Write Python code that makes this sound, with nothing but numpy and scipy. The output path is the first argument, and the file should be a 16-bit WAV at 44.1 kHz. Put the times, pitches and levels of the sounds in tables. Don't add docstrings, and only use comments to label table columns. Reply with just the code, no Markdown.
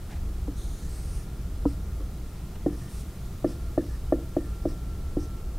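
import sys
import numpy as np
from scipy import signal
from scipy.fft import rfft, irfft, next_fast_len
from scipy.io import wavfile
from scipy.ndimage import uniform_filter1d, map_coordinates

SR = 44100
rng = np.random.default_rng(int(sys.argv[2]) if len(sys.argv) > 2 else 0)


def put_to_file(sound):
    columns = np.atleast_2d(sound).T
    safe = np.clip(columns, -1, 1)
    whole_steps = np.round(safe * 32767)
    wavfile.write(sys.argv[1], SR, whole_steps.astype(np.int16))


def level_to_linear(level):
    exponent = np.asarray(level, float) / 20
    return 10 ** exponent


N = 246078

# [t/s, tick level/dB, then levels against the tick:
# low panel/dB, middle panel/dB, barrel/dB]
TAPS = [
    (2.005, -51.5, 12, 6, -6.5),
    (3.445, -22.5, 3, -9, -25.5),
    (3.778, -21, 1.5, -11.5, -30),
    (4.124, -17.5, -0.6, -10, -30),
    (4.367, -23, 2.5, -11, -31),
    (4.655, -25, 2.5, -9.5, -31.5),
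]
# [t/s, twin low mode level/dB, bright barrel level/dB]
LANDING_PLACE = [(2.6, -3, -26), (3.4, 2.5, -22.5), (4.1, 2.5, -24.5), (4.7, 2.5, -36)]
# [f/Hz, level/dB, time to fall 60 dB/s, lag/ms, sign]
PANEL_LOW = [(295, 3, 0.11, 2.67, -1), (176.6, -16, 0.17, 2.95, -1), (239, -12.5, 0.25, 3.8, -1)]
PANEL_TWIN = [(338.8, 1.6, 0.1, 2.53, -1)]
PANEL_MIDDLE = [(470.3, 2.6, 0.12, 3.09, 1), (521, 7, 0.067, 2.6, 1)]
PANEL_HIGH = [(618, 6.5, 0.037, .01, -1), (650, 3, 0.009, .01, -1), (860, -18, 0.056, 1.5, 1)]
BARREL_LOW = [(1166, 13.7, 0.027, 0.88, 1), (1337, 0.5, 0.073, 0.52, -1)]
BARREL_BRIGHT = [(1786, 4.3, 0.049, 2.8, 1)]

# [t/s, body level/dB, tick level/dB]
RAIL_TAPS = [
    (0.479, -25.5, -35),
    (1.6554, -13, -18.5),
]
# [t/s, body level/dB, tick level/dB]
REACH_TAPS = [
    (2.6628, -14, -14.5),
    (5.169, -17.5, -21.5),
]
# [f/Hz, level/dB, time to fall 60 dB/s, lag/ms, sign]
RAIL_BODY = [(282.5, -5, 0.15, 3.76, 1), (299.6, -5.5, 0.11, 4.28, 1), (466, -7.5, 0.052, 4.45, 1)]
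RAIL_TICK = [(646, 0.5, 0.012, .01, -1), (444, -12, .015, .01, -1), (950, -8.5, 0.024, 0.15, -1),
             (1257, -14.5, 0.066, 0.28, 1)]
REACH_BODY = [(295.5, -2, 0.13, 3.03, 1), (343.4, -6.5, .13, 3.3, 1), (461, -18, 0.13, 2.96, 1),
              (224, -31, 0.11, 5.3, 1)]
REACH_TICK = [(537, 2.5, 0.019, .01, -1), (752, -9, 0.043, 0.19, 1), (1810, -15, .05, 1.37, 1)]

# [t/s, length/s, hiss level at start/dB, at end/dB, nib whistle level against the hiss/dB]
STROKES = [
    (0.575, 0.29, -54, -54, -5),
    (0.897, 0.335, -52.5, -52, -10),
    (1.68, 0.045, -56, -58, -5),
    (2.725, 0.14, -57, -56, -8),
    (2.899, 0.11, -54, -48.5, -11),
    (3.48, 0.043, -55, -56, -1.5),
    (3.82, 0.13, -64, -61, -2),
    (4.37, 0.21, -67, -64, -10),
    (4.689, 0.027, -57, -59, 2),
    (5.205, 0.037, -58, -58, 2),
]
# [f/Hz, level per Hz/dB]
FELT_COLOUR = [(1500, -11.5), (3000, -1), (4000, 0), (6000, -6.5), (7200, 1), (9000, 3.5), (11300, -0.5),
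               (12300, -8), (16000, -25)]
# [t/s, extra path of the echo/ms, echo share 0-1, nib whistle f/Hz]
HAND = [(.57, 0.4, 0.56, 6400), (.7, 0.39, .65, 6300), (.83, 0.353, 0.35, 6330), (.92, 0.305, 0.6, 6400),
        (1.25, 0.25, 0.34, 5900), (1.7, 0.29, 0.3, 5150), (2.75, 0.26, 0.35, 5500), (3.0, 0.3, 0.04, 6000),
        (3.5, 0.31, 0.1, 5300), (4.7, 0.3, .4, 5350), (5.2, 0.3, .5, 5900)]
# [t/s, length/s, level/dB]
JUDDERS = [(0.83, 0.05, -64), (1.19, 0.03, -65), (2.715, 0.03, -64), (2.822, 0.042, -58),
           (2.888, 0.07, -65), (3.5, 0.03, -65), (3.79, 0.025, -58), (3.902, 0.05, -58), (4.371, 0.12, -63),
           (4.69, 0.022, -61), (5.22, 0.034, -69)]

# [t/s, length/s, level/dB]
SLEEVE = [
    (0.105, 0.027, -54),
    (0.16, 0.012, -56),
    (0.245, 0.015, -62),
    (2.3, 0.22, -63.5),
    (2.555, 0.007, -50),
]
# [f/Hz, level per Hz/dB]
CLOTH_COLOUR = [(400, -3), (880, 3), (1200, -6), (1800, 0.5), (3000, -6.5), (5000, -13), (8000, -16),
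                (12000, -20)]

# [t/s, level/dB]
DRAUGHT = [(0.0, -35.5), (1.96, -36.5), (2.25, -42), (3.01, -39.5), (3.06, -43), (3.36, -39), (5.53, -33.5),
           (5.58, -29)]
# [f/Hz, level per Hz/dB]
RUMBLE_COLOUR = [(8, -52), (14, -3.5), (25, 3), (31, -8), (40, 3), (50, -23)]
BOOM_COLOUR = [(40, -17), (47, -12), (54, -0.5), (59, -2.5), (66, -8.5), (80, -8), (92, -21.5), (100, -20)]
AIR_COLOUR = [(88, 1.5), (100, -3), (129, -2), (156, -4), (188, -2.5), (220, -11.5), (252, -12.5),
              (334, -12.5), (392, -14.5), (593, -24), (643, -21), (1030, -28.5), (1340, -26), (1500, -32.5),
              (2500, -42)]
# [t/s, f/Hz, level/dB]
FAN_WHINE = [(0, 1388, -71), (1.2, 1390, -67.5), (2.8, 1389, -70), (3.7, 1382, -63), (3.85, 1370, -77),
             (4.15, 1374, -63), (5.36, 1346, -59), (5.45, 1350, -65), (5.58, 1350, -64)]
# [f/Hz, level/dB]
MOTOR_TONES = [(120, -49), (1073, -75), (1212, -73.5), (3952, -89)]

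# [t/s, level/dB]
HISS_WANDER = [(0, -66.5), (0.8, -66), (1.4, -66.5), (2.72, -66.5), (2.95, -65), (3.4, -65.5), (4.8, -66.5),
               (5.4, -67)]
# [f/Hz, level per Hz/dB]
HISS_COLOUR = [(700, -55), (1300, -4), (1700, -1), (2400, -0.5), (3550, -0.5), (6000, -2), (7200, -2.5),
               (9000, -3), (12000, -4.5), (15000, -5.5), (15800, -7), (16000, -36)]
HISS_THROB = [(2, .07), (4, .04), (6, .22), (12, .02)]
# [f/Hz, level per Hz/dB]
APART_COLOUR = [(12, -24), (20, 2), (59, -10), (107, -5), (145, -6), (187, 0), (227, -5), (292, -2),
                (1150, -5), (2060, -8), (8550, -8.5), (14500, -11.5), (15800, -13)]

LEAD_S = 0.00094


def taps():
    t, tick_db, low_db, middle_db, barrel_db = np.transpose(TAPS)
    place_t, place_twin_db, place_bright_db = np.transpose(LANDING_PLACE)
    twin_db = np.interp(t, place_t, place_twin_db)
    bright_db = np.interp(t, place_t, place_bright_db)
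    t = t - LEAD_S
    panel = strike(PANEL_LOW, t, tick_db + low_db)
    panel += strike(PANEL_TWIN, t, tick_db + low_db + twin_db)
    panel += strike(PANEL_MIDDLE, t, tick_db + middle_db)
    panel += strike(PANEL_HIGH, t, tick_db)
    pen = strike(BARREL_LOW, t, tick_db + barrel_db)
    pen += strike(BARREL_BRIGHT, t, tick_db + bright_db)
    return soften(panel, 3, 720) + soften(pen, 2, 2200)


def edge_taps(landings, body, tick, contact_hz):
    t, body_db, tick_db = np.transpose(landings)
    blow = strike(body, t - LEAD_S, body_db) + strike(tick, t - LEAD_S, tick_db)
    return soften(blow, 3, contact_hz)


def strokes():
    path_ms, share, nib_hz = in_time(HAND)
    felt = coloured(FELT_COLOUR) * level_to_linear(1.2 * drift(24.9))
    echo_at = np.arange(N) - path_ms * SR / 1000
    for _ in range(2):
        echo = map_coordinates(felt, [echo_at], order=3)
        echo = uniform_filter1d(echo, size=3)
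        felt = felt - np.clip(share, 0, 1) * echo
    nib = whistle(nib_hz, 590)
    barrel = whistle(1770, 67) + level_to_linear(-6.0) * whistle(1200, 46)

    out = np.zeros(N)
    for start, length, level_db in JUDDERS:
        out += level_to_linear(level_db) * gesture(start, length, rise_s=0.03, fall_s=0.03) * barrel
    for start, length, start_db, end_db, nib_db in STROKES:
        level_db, = in_time([(start, start_db), (start + length, end_db)])
        slide = level_to_linear(level_db) * gesture(start, length, rise_s=0.03, fall_s=0.061)
        out += slide * (level_to_linear(-3.5) * felt + level_to_linear(nib_db - 1.5) * nib)
    return out


def sleeve():
    moving = np.zeros(N)
    for start, length, level_db in SLEEVE:
        moving += level_to_linear(level_db) * gesture(start, length, rise_s=0.8 * length, fall_s=1.8 * length)
    return moving * level_to_linear(4.8 * drift(30.35)) * coloured(CLOTH_COLOUR)


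def room(x):
    t60_s, wall_cut_hz = 0.51, 520
    size = next_fast_len(N + SR)
    w = 2 * np.pi * np.arange(size // 2 + 1) / size
    t60 = t60_s / (1 + w * SR / (2 * np.pi * wall_cut_hz))
    lags = np.geomspace(0.024, 0.065, num=16) * rng.uniform(0.97, 1.03, size=16) * SR
    tail = 0
    for k, lag in enumerate(lags):
        once_round = level_to_linear(-60 * lag / SR / t60) * np.exp(-1j * w * lag)
        tail = tail + (-1) ** k * once_round / (1 - once_round)
    for lag_s in (0.0017, 0.0043, 0.0089):
        turn = np.exp(-1j * w * lag_s * SR)
        tail = tail * (turn - 0.6) / (1 - 0.6 * turn)
    return irfft(rfft(x, size) * tail, size)[:N]


def ventilation():
    rumble_db, = in_time(DRAUGHT)
    swing_db = rumble_db - rumble_db.mean()
    rumble = level_to_linear(rumble_db) * coloured(RUMBLE_COLOUR)
    boom = level_to_linear(-34.5 + 0.35 * swing_db) * coloured(BOOM_COLOUR)
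    air = level_to_linear(-42 + 0.044 * swing_db + 0.16) * coloured(AIR_COLOUR)
    return rumble + boom + air


def fan():
    whine_hz, whine_db = in_time(FAN_WHINE)
    turn = 2 * np.pi * np.cumsum(whine_hz + 1.63 * drift(7.7)) / SR
    out = np.sqrt(2) * level_to_linear(whine_db + 1.04 * drift(13)) * np.sin(turn)
    t = np.arange(N) / SR
    for hz, level_db in MOTOR_TONES:
        tone = np.sin(2 * np.pi * hz * t + 1.75 * drift(4))
        out += np.sqrt(2) * level_to_linear(level_db + 1.1 * drift(5.13)) * tone
    return out


def preamp_hiss():
    mains_hz = 59.98
    hiss_db, = in_time(HISS_WANDER)
    turn = 2 * np.pi * mains_hz * np.arange(N) / SR
    throb = 1 + sum(depth * np.cos(round(k) * turn) for k, depth in HISS_THROB)
    return level_to_linear(hiss_db + 9.5) * throb * coloured(HISS_COLOUR)


def strike(modes, t, db):
    out = np.zeros(N)
    for hz, level_db, t60, lag_ms, sign in modes:
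        clicks = np.zeros(N)
        at = np.round((t + lag_ms / 1000) * SR).astype(int)
        clicks[at] = np.sign(sign) * level_to_linear(db + level_db)
        out += ring(clicks, hz, t60)
    return out


def ring(clicks, hz, t60):
    r, w = level_to_linear(-60 / (t60 * SR)), 2 * np.pi * hz / SR
    return signal.lfilter([0, np.sin(w)], [1, -2 * r * np.cos(w), r * r], clicks + 1e-18)


def soften(x, order, cut_hz):
    return signal.sosfilt(signal.butter(order, cut_hz, fs=SR, output="sos"), x)


def whistle(hz, width_hz):
    slow = soften(rng.standard_normal((2, N)), 2, width_hz)
    turn = 2 * np.pi * np.cumsum(hz + np.zeros(N)) / SR
    return rms_one(slow[0] * np.cos(turn) + slow[1] * np.sin(turn))


def gesture(start, length, rise_s, fall_s):
    corners = [start - rise_s, start, start + length, start + length + fall_s]
    return np.interp(np.arange(N) / SR, corners, [0, 1, 1, 0]) ** 2


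def coloured(spectrum):
    size = next_fast_len(N)
    hz, db = np.transpose(spectrum)
    grid = np.maximum(np.arange(size // 2 + 1) * SR / size, 1)
    gain = level_to_linear(np.interp(np.log(grid), np.log(hz), db, left=-120, right=-120))
    return rms_one(irfft(rfft(rng.standard_normal(size)) * gain, size)[:N])


def drift(rate):
    knots = rng.standard_normal(size=250)
    at = np.arange(0, N + 64, 64) / SR * rate + 2
    coarse = map_coordinates(knots, [at], order=3, mode="wrap")
    return np.interp(np.arange(N) / 64, np.arange(len(coarse)), coarse)


def in_time(rows):
    t, *columns = np.transpose(rows)
    return [np.interp(np.arange(N) / SR, t, column) for column in columns]


def rms_one(x):
    return x / np.sqrt(np.mean(x ** 2) + 1e-20)


def scene():
    board = taps() + strokes()
    board += edge_taps(REACH_TAPS, REACH_BODY, REACH_TICK, contact_hz=870)
    rail = edge_taps(RAIL_TAPS, RAIL_BODY, RAIL_TICK, contact_hz=1110)
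    into_room = board + level_to_linear(-13) * rail
    middle = board + rail + level_to_linear(-22) * room(into_room) + sleeve()
    middle += ventilation() + fan() + preamp_hiss()
    apart = level_to_linear(-61.5) * coloured(APART_COLOUR)
    return np.array([middle + apart, middle - apart])


def roll_off(x):
    return signal.sosfilt(signal.butter(12, 15780, fs=SR, output="sos"), x)


def record(dry):
    steep = signal.ellip(14, 0.3, 80, 15780, fs=SR, output="sos")
    mix = signal.sosfilt(steep, dry)
    return roll_off(mix)


dry = scene()
out = record(dry)
put_to_file(out)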